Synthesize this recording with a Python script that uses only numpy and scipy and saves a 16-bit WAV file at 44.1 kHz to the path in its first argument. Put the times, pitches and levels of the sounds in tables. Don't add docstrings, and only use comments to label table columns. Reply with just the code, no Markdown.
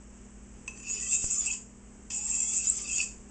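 import sys
import numpy as np
from scipy import signal
from scipy.fft import rfft, irfft, next_fast_len
from scipy.io import wavfile
from scipy.ndimage import map_coordinates

SR = 44100
rng = np.random.default_rng(int(sys.argv[2]) if len(sys.argv) > 2 else 0)


def convert_level_to_amplitude(level_db):
    exponent = np.asarray(level_db, float) / 20
    return 10 ** exponent


def to_wav(s):
    ch = np.atleast_2d(s).T
    pcm = np.round(np.clip(ch, -1, 1) * 32767)
    wavfile.write(sys.argv[1], SR, pcm.astype(np.int16))


N = 145530
T = np.arange(N) / SR


def unit(x):
    return x / np.sqrt(np.mean(x ** 2) + 1e-20)


def along(points, hz):
    f, value = np.transpose(points)
    return np.interp(np.log(hz + 1), np.log(f + 1), value)


def curves(rows):
    s, *columns = np.transpose(rows)
    return [np.interp(T, s, column) for column in columns]


def fade(rows, edge_s):
    return np.clip(np.minimum(T - rows[0][0], rows[-1][0] - T) / edge_s, 0, 1)


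def wobble(rate):
    knots = rng.standard_normal(int(N * rate / SR) + 4)
    return map_coordinates(knots, [T * rate])


def coloured(x, spectrum):
    m = next_fast_len(N + 8192)
    gain = convert_level_to_amplitude(along(spectrum, np.fft.rfftfreq(m, 1 / SR)))
    return unit(irfft(rfft(x, m) * gain, m)[:N])


def ring(x, hz, width_hz):
    turn = np.exp(2j * np.pi * np.cumsum(hz * np.ones(len(x))) / SR)
    pole = np.exp(-np.pi * abs(width_hz) / SR)
    smoothed = signal.lfilter([1], [1, -2 * pole, pole ** 2], x / turn)
    return unit((smoothed * turn).real)


def grit():
    slips_per_s, spread_db, slip_share = 6000, 3, 0.48
    size = convert_level_to_amplitude(spread_db * np.minimum(rng.exponential(size=N), 4))
    slips = (rng.random(N) < slips_per_s / SR) * rng.standard_normal(N) * size
    return np.sqrt(slip_share) * unit(slips) + np.sqrt(1 - slip_share) * rng.standard_normal(N)


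# (t/s, scrape level/dB, stone ring level/dB, lower scrape level/dB), before the shimmer
STROKE_LEVELS = [
    [(0.73, -54.5, -65, -78), (0.8, -44.5, -63, -64), (0.816, -53, -63, -72), (0.84, -62, -48.5, -56),
     (0.906, -29, -38.5, -49), (0.928, -37, -58.5, -48.5), (0.968, -40, -45, -47), (1.014, -30, -49.5, -50),
     (1.088, -30, -51.5, -54), (1.148, -22, -38.5, -42.5), (1.18, -31, -56, -57),
     (1.246, -25.5, -46.5, -48.5), (1.27, -27.5, -78, -54.5), (1.292, -43.5, -63, -49),
     (1.304, -22, -49, -48.5), (1.372, -34.5, -62, -51), (1.388, -31, -52, -51), (1.412, -35, -60, -48),
     (1.444, -31, -50.5, -47.5), (1.478, -29.5, -40.5, -46), (1.494, -38, -38, -57),
     (1.514, -34.5, -41.5, -43.5), (1.524, -34.5, -59, -52), (1.534, -32.5, -58.5, -45),
     (1.6, -49.5, -88, -74)],
    [(2.1, -34.5, -54, -64), (2.104, -39, -53, -46.5), (2.164, -24.5, -51, -51), (2.204, -41.5, -56, -52.5),
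     (2.268, -34.5, -52.5, -53.5), (2.28, -31, -60, -48), (2.336, -29.5, -43, -52.5),
     (2.378, -28, -55.5, -49.5), (2.424, -29, -48.5, -50), (2.466, -29, -54, -53), (2.566, -22, -49.5, -47),
     (2.632, -33.5, -46, -54), (2.654, -26.5, -70, -47), (2.682, -30.5, -47.5, -48),
     (2.74, -35.5, -75, -53.5), (2.77, -31, -64, -54), (2.79, -37.5, -71, -46), (2.824, -31.5, -58, -52.5),
     (2.86, -39, -44, -50), (2.916, -28, -43.5, -49), (2.976, -28, -46.5, -44.5), (3.004, -34, -21, -38),
     (3.022, -24.5, -39.5, -42.5), (3.054, -38.5, -71.5, -59.5), (3.1, -49, -69, -59)],
]
# (f/Hz, relative level/dB, width of each filter pass/Hz)
STONE_MODES = [(2625, 0, 100), (2510, -13, 120), (2850, -17, 200)]
# (f/Hz, relative level/dB)
SCRAPE_SPECTRUM = [(4500, -120), (5000, -43.5), (5600, -14), (7000, 9), (7450, 10), (8000, 5.5), (9600, 2)]
# (f/Hz, relative level/dB)
LOWER_SPECTRUM = [(300, -120), (500, -17), (1200, -11), (1700, -14.5), (2300, -3), (3500, -5), (4050, -15),
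                  (4250, -13), (4450, -6), (4900, 3), (5500, 2), (6200, 2.5), (6800, -120)]


def strokes(rub):
    shimmer_db = 1.5
    stone = unit(sum(convert_level_to_amplitude(db) * ring(rub, hz, width) for hz, db, width in STONE_MODES))
    layers = [coloured(rub, SCRAPE_SPECTRUM), stone, coloured(rub, LOWER_SPECTRUM)]
    out = np.zeros(N)
    for rows in STROKE_LEVELS:
        levels = [convert_level_to_amplitude(db + shimmer_db * wobble(40)) for db in curves(rows)]
        out += fade(rows, 0.0025) * sum(level * layer for level, layer in zip(levels, layers))
    return out


# (t/s, f/Hz before jitter, level/dB)
BLADE_GLIDES = [
    [(.8, 1134, -71), (1.05, 1127, -71.5), (1.17, 1425, -68.5), (1.27, 1505, -72.5), (1.46, 1170, -69.5)],
    [(.94, 410, -49), (1.01, 427, -64)],
    [(.98, 1910, -62.5), (1.08, 1990, -57)],
    [(1.28, 1232, -73), (1.39, 1193, -56.5)],
    [(1.42, 680, -67.5), (1.56, 1073, -64)],
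    [(.92, 2850, -57), (1.1, 3240, -63), (1.31, 3050, -72), (1.35, 3340, -57)],
    [(1.07, 3320, -56), (1.17, 3700, -57.5), (1.2, 3810, -74), (1.23, 3520, -53)],
    [(1.38, 3520, -62), (1.45, 3400, -66)],
    [(1.47, 2540, -47), (1.51, 3270, -53), (1.59, 2690, -65)],
    [(.75, 4700, -73), (.9, 4620, -63.5), (1.13, 4720, -61.5)],
    [(.93, 5000, -56), (1.02, 5000, -62)],
    [(1.07, 5800, -58), (1.14, 6330, -39.5), (1.18, 6730, -42)],
    [(1.2, 5350, -55), (1.26, 5100, -67), (1.37, 5380, -45)],
    [(1.27, 5730, -54), (1.4, 6260, -39.5)],
    [(.76, 7180, -68.5), (.9, 6700, -35.5), (.93, 6890, -37), (.97, 7050, -35.5), (1.02, 6700, -40)],
    [(1.28, 6350, -45), (1.34, 7460, -43), (1.39, 6680, -29)],
    [(1.38, 7450, -32.5), (1.45, 6620, -34)],
    [(.73, 7610, -75.5), (.93, 7480, -55)],
    [(1.09, 7560, -36), (1.16, 7470, -30.5)],
    [(1.455, 7540, -23), (1.49, 7700, -47)],
    [(1.51, 6700, -29), (1.54, 7460, -46.5), (1.62, 7360, -61)],
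    [(2.1, 784, -70.5), (2.3, 890, -62.5), (2.53, 880, -67.5)],
    [(2.25, 1130, -71.5), (2.55, 1310, -65)],
    [(2.6, 1610, -70), (2.74, 1290, -72), (2.86, 1170, -60)],
    [(2.28, 1876, -63.5), (2.36, 1990, -69.5), (2.42, 2100, -64), (2.54, 2340, -63.5)],
    [(2.3, 3080, -65.5), (2.46, 3300, -55.5), (2.58, 3620, -69)],
    [(2.63, 3800, -65), (2.72, 4020, -59)],
    [(2.84, 3830, -64), (2.87, 3600, -63), (2.92, 3060, -53), (2.96, 3330, -50)],
    [(2.1, 5350, -65.5), (2.3, 5320, -61.5), (2.52, 6090, -49), (2.58, 6760, -48), (2.61, 7270, -27)],
    [(2.33, 4940, -62), (2.55, 4740, -67), (2.65, 6200, -58), (2.76, 6330, -51), (2.83, 6300, -50)],
    [(2.63, 4230, -54.5), (2.66, 5140, -57), (2.72, 4890, -55)],
    [(2.84, 4620, -49.5), (2.9, 5040, -65), (2.97, 4560, -53), (3.04, 4690, -47)],
    [(2.1, 7030, -43.5), (2.17, 6900, -38), (2.28, 6960, -47.5)],
    [(2.14, 7680, -36.5), (2.22, 7550, -49.5), (2.27, 7660, -33)],
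    [(2.29, 7430, -39.5), (2.45, 7410, -35)],
    [(2.2, 6250, -63), (2.4, 6740, -55)],
    [(2.666, 6940, -25), (2.69, 7330, -25), (2.712, 7980, -26)],
    [(2.92, 6740, -35.5), (3.03, 6804, -37.5)],
]


def blade_modes(rub):
    width_share, pitch_jitter = 0.045, 0.008
    level_wobble_db, edge_s = 3, 0.005
    out = np.zeros(N)
    for rows in BLADE_GLIDES:
        edge = fade(rows, edge_s)
        on = edge > 0
        hz, db = (curve[on] for curve in curves(rows))
        flutter = unit(convert_level_to_amplitude(level_wobble_db * wobble(30.16)[on]))
        pitch = hz * (1 + pitch_jitter * wobble(40)[on])
        mode = ring(rub[on], pitch, width_share * hz.mean())
        out[on] += edge[on] * convert_level_to_amplitude(db) * flutter * mode
    return out


# (t/s, level/dB of the whole knock)
KNOCK_TIMES = [(0.6783, -21), (0.7547, -37.5), (0.7741, -35), (0.7996, -36), (0.83, -34.5), (0.8989, -28.5),
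               (1.5387, -34), (2.1045, -21.5), (3.0279, -25.5)]
# (f/Hz, relative level/dB before scatter, t60/s)
KNOCK_MODES = [(1030, -18, 0.042), (1854, -16.5, 0.049), (2560, -35, .04), (2604, -3.5, 0.081),
               (3140, -19.5, 0.047), (3370, -34, 0.017), (5350, -17, .03), (6100, -2.5, 0.027)]


def touches():
    ring_db, scatter_db = -9, 2.5
    crack_db, crack_t60_s = -12.5, 0.059
    out, t = np.zeros(N + SR), T[:SR // 5]
    rasp = coloured(rng.standard_normal(N), SCRAPE_SPECTRUM)
    rasp = rasp + 0.16 * coloured(rng.standard_normal(N), LOWER_SPECTRUM)
    onset = 1 - np.exp(-t / 0.0005)
    for s, db in KNOCK_TIMES:
        start = round(s * SR)
        tone = np.zeros(len(t))
        for hz, level, t60 in KNOCK_MODES:
            decay = convert_level_to_amplitude(level + rng.normal(0, scatter_db) - 60 * t / t60)
            tone += decay * np.sin(2 * np.pi * hz * t)
        crack = convert_level_to_amplitude(crack_db - 60 * t / crack_t60_s) * rasp[start:][:len(t)]
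        out[start:][:len(t)] += convert_level_to_amplitude(db) * (convert_level_to_amplitude(ring_db) * tone * onset + crack)
    return out[:N]


def pop():
    start_s, scale_db = 1.2423, -19
    rise_s, fall_s, rebound_s = 0.0001, 0.0091, 0.016
    t = np.maximum(T - start_s, 0)
    rebound = fall_s / rebound_s * np.exp(-t / rebound_s)
    return convert_level_to_amplitude(scale_db) * (1 - np.exp(-t / rise_s)) * (np.exp(-t / fall_s) - rebound)


# (f/Hz, t60/s)
ROOM_DECAY = [(300, 0.9), (2600, .3), (8000, 0.39)]


def room(x):
    hz, t, z = signal.stft(rng.standard_normal(SR // 2), SR, nperseg=256)
    decay = convert_level_to_amplitude(-60 * t / along(ROOM_DECAY, hz)[:, None])
    tail = signal.istft(z * decay, SR, nperseg=256)[1]
    delayed = np.pad(x, (200, 0))
    return signal.fftconvolve(delayed, tail / np.linalg.norm(tail))[:N]


# (f/Hz, level/dB before a shared lift, wobble rate/knots per s)
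HUM_LINES = [(53.8, -54.5, 4), (117.5, -63.5, 5), (202.4, -56, 2.12), (239.7, -58.5, 2.4)]


def hum():
    lift_db, level_wobble_db, phase_wobble_rad = 2, 1.2, 0.9
    out = np.zeros(N)
    for hz, db, rate in HUM_LINES:
        level = convert_level_to_amplitude(db + lift_db + level_wobble_db * wobble(rate))
        phase = phase_wobble_rad * wobble(rate) + 2 * np.pi * rng.random()
        out += level * np.sin(2 * np.pi * hz * T + phase)
    return out


# (f/Hz, relative level/dB)
AIR_SPECTRUM = [(12, -16), (25, -5), (60, -1), (90, -18.5), (160, -13.5), (300, -14), (420, -14),
                (560, -23), (1100, -26), (1900, -30), (2900, -31.5), (4100, -47), (5000, -38), (6500, -27),
                (7900, -21.5), (9600, -25)]


def air():
    level_db, drift_db = -50.5, 0.8
    level = convert_level_to_amplitude(level_db + drift_db * wobble(5.11))
    return level * coloured(rng.standard_normal(N), AIR_SPECTRUM)


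def scene():
    room_db = -6.5
    rub = grit()
    knife = strokes(rub) + blade_modes(rub) + touches()
    return (knife + convert_level_to_amplitude(room_db) * room(knife) + pop() + hum() + air())[None]


# (f/Hz, level/dB)
MIRROR_LEVELS = [(8000, -0.5), (8300, -8), (8800, -26), (9260, -58), (9600, -120)]


def mirror_treble(x):
    low_rate_hz = 16000
    m = next_fast_len(N + 8192)
    hz = np.fft.rfftfreq(m, 1 / SR)
    kept = irfft(rfft(x, m) * (hz < low_rate_hz / 2), m)
    image = rfft(2 * kept * np.cos(2 * np.pi * low_rate_hz * np.arange(m) / SR))
    upper = (hz >= low_rate_hz / 2) * convert_level_to_amplitude(along(MIRROR_LEVELS, hz))
    return (kept + irfft(image * upper, m))[:, :N]


def low_pass(x):
    return signal.sosfilt(signal.butter(12, 9410, fs=SR, output="sos"), x)


def record(dry):
    mix = mirror_treble(dry)
    return low_pass(mix)


dry = scene()
out = record(dry)
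to_wav(out)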